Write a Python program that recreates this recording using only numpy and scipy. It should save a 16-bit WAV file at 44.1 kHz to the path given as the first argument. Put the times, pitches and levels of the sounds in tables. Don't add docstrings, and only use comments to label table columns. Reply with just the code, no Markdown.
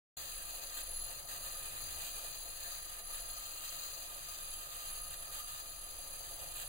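import sys
import numpy as np
from scipy import signal
from scipy.fft import rfft, irfft
from scipy.io import wavfile
from scipy.ndimage import uniform_filter1d

SR = 44100
rng = np.random.default_rng(int(sys.argv[2]) if len(sys.argv) > 2 else 0)


def master_out(mix):
    frames = np.transpose(np.atleast_2d(mix))
    ceiling = np.clip(frames, -1, 1)
    pcm = np.round(ceiling * 32767).astype(np.int16)
    wavfile.write(sys.argv[1], SR, pcm)


N = 294588
TIME = np.arange(N) / SR
FREQS = np.maximum(np.arange(N // 2 + 1) * SR / N, 1)
LEFT_MINUS_RIGHT = np.array([[1], [-1]])


# (time [s], relative lean to the left [dB])
JET_AIM = [(0.2, 8), (3.7, 8), (3.87, 7.5), (4.7, 5), (5.0, 4.5), (5.55, 4), (5.73, 6.2), (6.0, 5),
           (6.68, 5.5)]
# (time [s], lift [dB])
JET_SPITS = [(.19, 4), (.255, 6), (.298, 3), (.352, 4), (.398, 4), (.505, 6), (.637, 6), (2.012, 6),
             (3.30, 7.5), (3.56, 4), (3.69, 4.5), (3.795, 4), (5.136, 2.5)]
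# (frequency [Hz], width [Hz], left [dB], right [dB])
CRACK_MODES = [(4040, 77, -4, -33), (4195, 33, 4, -10.5), (4400, 134, -18.5, -10), (4566, 34, -0.5, -12.5),
               (4715, 64, 1.5, -17.5), (4880, 30, -31, -36)]

def jet(flow_db, turn_db, gain_db=-54.0, pan_offset_db=-7.5, spit_half_s=0.0051):
    spits_db = sum(lift * bump(at, spit_half_s) for at, lift in JET_SPITS)
    strength_db = 0.7 * flow_db + spits_db - 0.19 * turn_db
    flutter_db = 0.24 * drift(12) + 0.85 * drift(70)
    tearing = droplets(per_s=3400, size_spread_db=1.0, mist_db=2.0) * from_db(strength_db + flutter_db)
    hiss = resonate(tearing, CRACK_MODES, tilt_db=0.94 * turn_db, wander_db=1.8)
    pan_db = in_time(JET_AIM) + pan_offset_db
    return from_db(gain_db + pan_db / 2 * LEFT_MINUS_RIGHT) * sheet_waver(hiss)


def sheet_waver(hiss, pitch_share=0.005, rate_hz=1.49):
    read_s = TIME + pitch_share / (2 * np.pi * rate_hz) * drift(rate_hz)
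    return np.array([np.interp(read_s, TIME, channel) for channel in hiss])


# (time [s], level [dB])
LEAK_FLOW = [(0.2, 1.8), (1.13, 0.4), (1.34, -3.5), (1.49, 3.5), (2.27, 1.8), (2.43, -0.4), (2.71, 3),
             (2.87, 0), (3.47, 0.5), (3.84, 3), (3.96, 0), (4.38, 1.7), (4.6, -1.2), (4.89, 2.5),
             (5.05, -0.5), (5.75, -1.7), (6.68, 0.5)]
# (start [s], length [s], lift [dB])
LEAK_SPURTS = [(0.763, 0.044, 5.5), (1.279, 0.076, 7.5), (1.985, 0.096, 3.0), (3.094, 0.089, 3),
               (3.63, 0.04, 3), (4.713, 0.09, 3), (5.12, 0.02, 3.6), (5.312, 0.098, 5.5),
               (5.469, 0.12, 4.5), (5.812, 0.02, 2), (6.545, 0.076, 4)]
# (time [s], level change [dB], half length [s])
LEAK_CHOKES = [(1.24, -5, 0.016), (3.03, -3.8, 0.03)]

def leak_flow_db(attack_s=0.01, release_s=0.027):
    flow_db = in_time(LEAK_FLOW) + 0.5 * drift(16)
    for start, length, lift in LEAK_SPURTS:
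        rise = (TIME - start) / attack_s
        fall = 1 - (TIME - start - length) / release_s
        flow_db += lift * np.clip(np.minimum(rise, fall), 0, 1)
    return flow_db + sum(change * bump(at, half_s) for at, change, half_s in LEAK_CHOKES)


# (frequency [Hz], width [Hz], left [dB], right [dB])
WALL_AND_STONE_MODES = [(1353, 160, -8, -12), (1608, 28, -8.5, -6.5), (1751, 36, -2, -4.5),
                        (1908, 230, -8, -7.5), (2190, 17, -9, -4.5), (2459, 21, -6, 1),
                        (2568, 19, -1.5, -3.5), (2777, 133, -3.5, -2), (3021, 45, -3.5, -12),
                        (3129, 33, -10, 1.5), (3386, 22, -6, -2.5), (3607, 67, -5.5, -5.5),
                        (3844, 130, -17, -4.5)]

def splash(flow_db, turn_db, gain_db=-54.0):
    clumps = from_db(1.18 * flow_db + 0.5 * drift(4.5) + drift(130))
    impacts = droplets(per_s=3000, size_spread_db=1.0, mist_db=-1.0) * clumps
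    patter = resonate(impacts, WALL_AND_STONE_MODES, tilt_db=0.75 * turn_db, wander_db=1.95)
    return from_db(gain_db) * patter


# (frequency [Hz], width [Hz], gain [dB])
WALL_ECHO_BANDS = [(1450, 63, 0.5), (2140, 70, -12), (2340, 34, -9), (3480, 70, -3.5)]

def wall_echo(spray):
    for hz, width, gain_db in WALL_ECHO_BANDS:
        band = signal.lfilter(*signal.iirpeak(hz, hz / width, fs=SR), spray)
        spray = spray + (from_db(gain_db) - 1) * band
    return spray


# (time [s], relative level [dB])
PEBBLE_LEVEL = [(0.2, -57), (1.1, -57), (1.6, -55.5), (2.7, -58), (4.2, -58.5), (5.7, -59), (6.4, -56),
                (6.68, -56.5)]
# (frequency [Hz], width [Hz], left [dB], right [dB])
PEBBLE_MODES = [(365, 106, -9.5, -15), (554, 108, -5, 1), (688, 33, 3.1, 0), (835, 140, -7, -6.5),
                (1027, 110, -19, -27)]

def pebble_rush(gain_db=-1.5):
    trickle = droplets(per_s=2500, size_spread_db=2.5, mist_db=-2.5) * from_db(1.54 * drift(18))
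    return from_db(in_time(PEBBLE_LEVEL) + gain_db) * resonate(trickle, PEBBLE_MODES)


# (time [s], relative level [dB])
PIPE_LEVEL = [(0.2, -60.5), (1.6, -56.5), (2.4, -60), (3.7, -56.5), (4.0, -59), (4.25, -57), (5.4, -55),
              (5.85, -57), (6.68, -59.5)]
# (frequency [Hz], width [Hz], left [dB], right [dB])
PIPE_RESONANCE = [(1227.3, 27, -3.5, -2)]

def pipe_ring(flow_db, gain_db=-2.3):
    level_db = in_time(PIPE_LEVEL) + gain_db + 0.62 * flow_db + 0.8 * drift(5.1)
    turbulence = microphone_pair(rng.standard_normal((2, N)))
    return from_db(level_db) * resonate(turbulence, PIPE_RESONANCE)


# (time [s], relative level [dB])
BREEZE_LEVEL = [(0.2, -65), (0.36, -50.5), (0.72, -55), (0.98, -43.5), (1.2, -60.5), (1.45, -52),
                (3.0, -54), (3.2, -47.8), (3.45, -56.5), (4.35, -56.5), (4.54, -48.5), (4.68, -60.5),
                (4.92, -49), (5.6, -56), (5.75, -53), (6.68, -53)]
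# (frequency [Hz], relative level [dB])
BREEZE_SPECTRUM = [(5, -29), (12, -9), (19, 2.5), (28, -5.5), (43, -18), (74, -26), (150, -43), (400, -70)]

def breeze(gain_db=-1.7, evenness=0.86):
    sway = coloured_noise(BREEZE_SPECTRUM)
    local_power = uniform_filter1d(np.mean(sway ** 2, axis=0), size=SR // 12) + 1e-6
    even_sway = sway / local_power ** (evenness / 2)
    return from_db(in_time(BREEZE_LEVEL) + gain_db) * even_sway


# (time [s], relative level [dB])
RUMBLE_LEVEL = [(0.2, -63.2), (0.8, -71.5), (1.0, -64), (1.9, -59.5), (2.8, -67), (3.1, -64.5),
                (3.8, -65.5), (5.1, -63), (5.6, -66.5), (6.5, -62)]
# (frequency [Hz], relative level [dB])
RUMBLE_SPECTRUM = [(25, -16.5), (50, -1), (74, 1), (95, -9.5), (120, -6), (148, -1.5), (195, -31.5),
                   (300, -19.5), (600, -46)]

def far_rumble(gain_db=-1.0):
    return from_db(in_time(RUMBLE_LEVEL) + gain_db) * coloured_noise(RUMBLE_SPECTRUM)


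# (frequency [Hz], coherence [0-1], phase lead of the left [rad])
MICROPHONE_PORTS = [(30.4, 0.97, -0.06), (156, 0.66, -1.24), (295, 0.3, -0.5), (574, 0.43, -0.85),
                    (704, 0.48, 0.1), (880, 0.35, 2), (1210, 0.59, 4.0), (1600, 0.26, 2.5), (2300, 0.08, 4),
                    (3040, 0.17, 3), (3750, 0, 5), (4226, 0.4, 7.5), (4580, 0, 10), (4860, 0.32, 10)]

def microphone_pair(unrelated):
    coherence, lead = over_hz(MICROPHONE_PORTS)
    mid, side = rfft(unrelated)
    channels = np.sqrt(1 + coherence) * mid + np.sqrt(1 - coherence) * side * LEFT_MINUS_RIGHT
    return irfft(channels * np.exp(0.5j * lead * LEFT_MINUS_RIGHT), N)


def droplets(per_s, size_spread_db, mist_db):
    sizes = from_db(size_spread_db * np.minimum(rng.exponential(1, (2, N)), 5))
    lands = rng.random((2, N)) < per_s / SR
    hits = lands * sizes * rng.choice([-1, 1], (2, N))
    mist = from_db(mist_db) * rng.standard_normal((2, N))
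    return microphone_pair(rms_one(hits) + mist)


def resonate(drive, modes, tilt_db=0, wander_db=0, narrowest_hz=36):
    ringing = np.zeros((2, N))
    middle_hz = np.mean(np.array(modes)[:, 0])
    lift = from_db(tilt_db / 2)
    for hz, width, left_db, right_db in modes:
        radius = np.exp(-np.pi * max(width, narrowest_hz) / SR)
        feedback = [1, -2 * radius * np.cos(2 * np.pi * hz / SR), radius ** 2]
        ring = (1 - radius ** 2) / 2 * signal.lfilter([1, 0, -1], feedback, drive)
        strength = from_db(wander_db * wander(turns_per_s=7))
        tilt = lift if hz > middle_hz else 1 / lift
        ringing += from_db([[left_db], [right_db]]) * ring * strength * tilt
    return rms_one(ringing)


def coloured_noise(spectrum):
    white = microphone_pair(rng.standard_normal((2, N)))
    return rms_one(irfft(rfft(white) * from_db(over_hz(spectrum)[0]), N))


def drift(rate_hz):
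    return rms_one(irfft(rfft(rng.standard_normal(N)) / (1 + (FREQS / rate_hz) ** 2), N))


def wander(turns_per_s):
    knots = rng.standard_normal(200)
    return np.interp(TIME * turns_per_s, np.arange(len(knots)), knots)


def bump(at_s, half_s):
    return np.exp(-((TIME - at_s) / half_s) ** 2)


def in_time(curve):
    return np.interp(TIME, *np.transpose(curve))


def over_hz(points):
    hz, *columns = np.transpose(points)
    return [np.interp(np.log(FREQS), np.log(hz), column) for column in columns]


def from_db(db):
    return 10 ** (np.asarray(db) / 20)


def rms_one(x):
    return x / np.sqrt(np.mean(x ** 2) + 1e-20)


def scene():
    flow_db = leak_flow_db()
    aim_db = in_time(JET_AIM)
    turn_db = aim_db.mean() - aim_db
    spray = splash(flow_db, turn_db) + jet(flow_db, turn_db)
    return wall_echo(spray) + pebble_rush() + pipe_ring(flow_db) + breeze() + far_rumble()


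def steep_low_pass(x, edge_hz):
    return signal.sosfilt(signal.ellip(14, 0.2, 70, edge_hz, fs=SR, output="sos"), x)


def record(dry, start_s=0.166, fade_s=0.005, sample_step=4):
    running = np.clip((TIME - start_s) / fade_s, 0, 1) ** 2
    band = steep_low_pass(dry * running, edge_hz=5020)
    mirrored = band * sample_step * (np.arange(N) % sample_step == 0)
    return steep_low_pass(mirrored, edge_hz=15750)


dry = scene()
out = record(dry)
master_out(out)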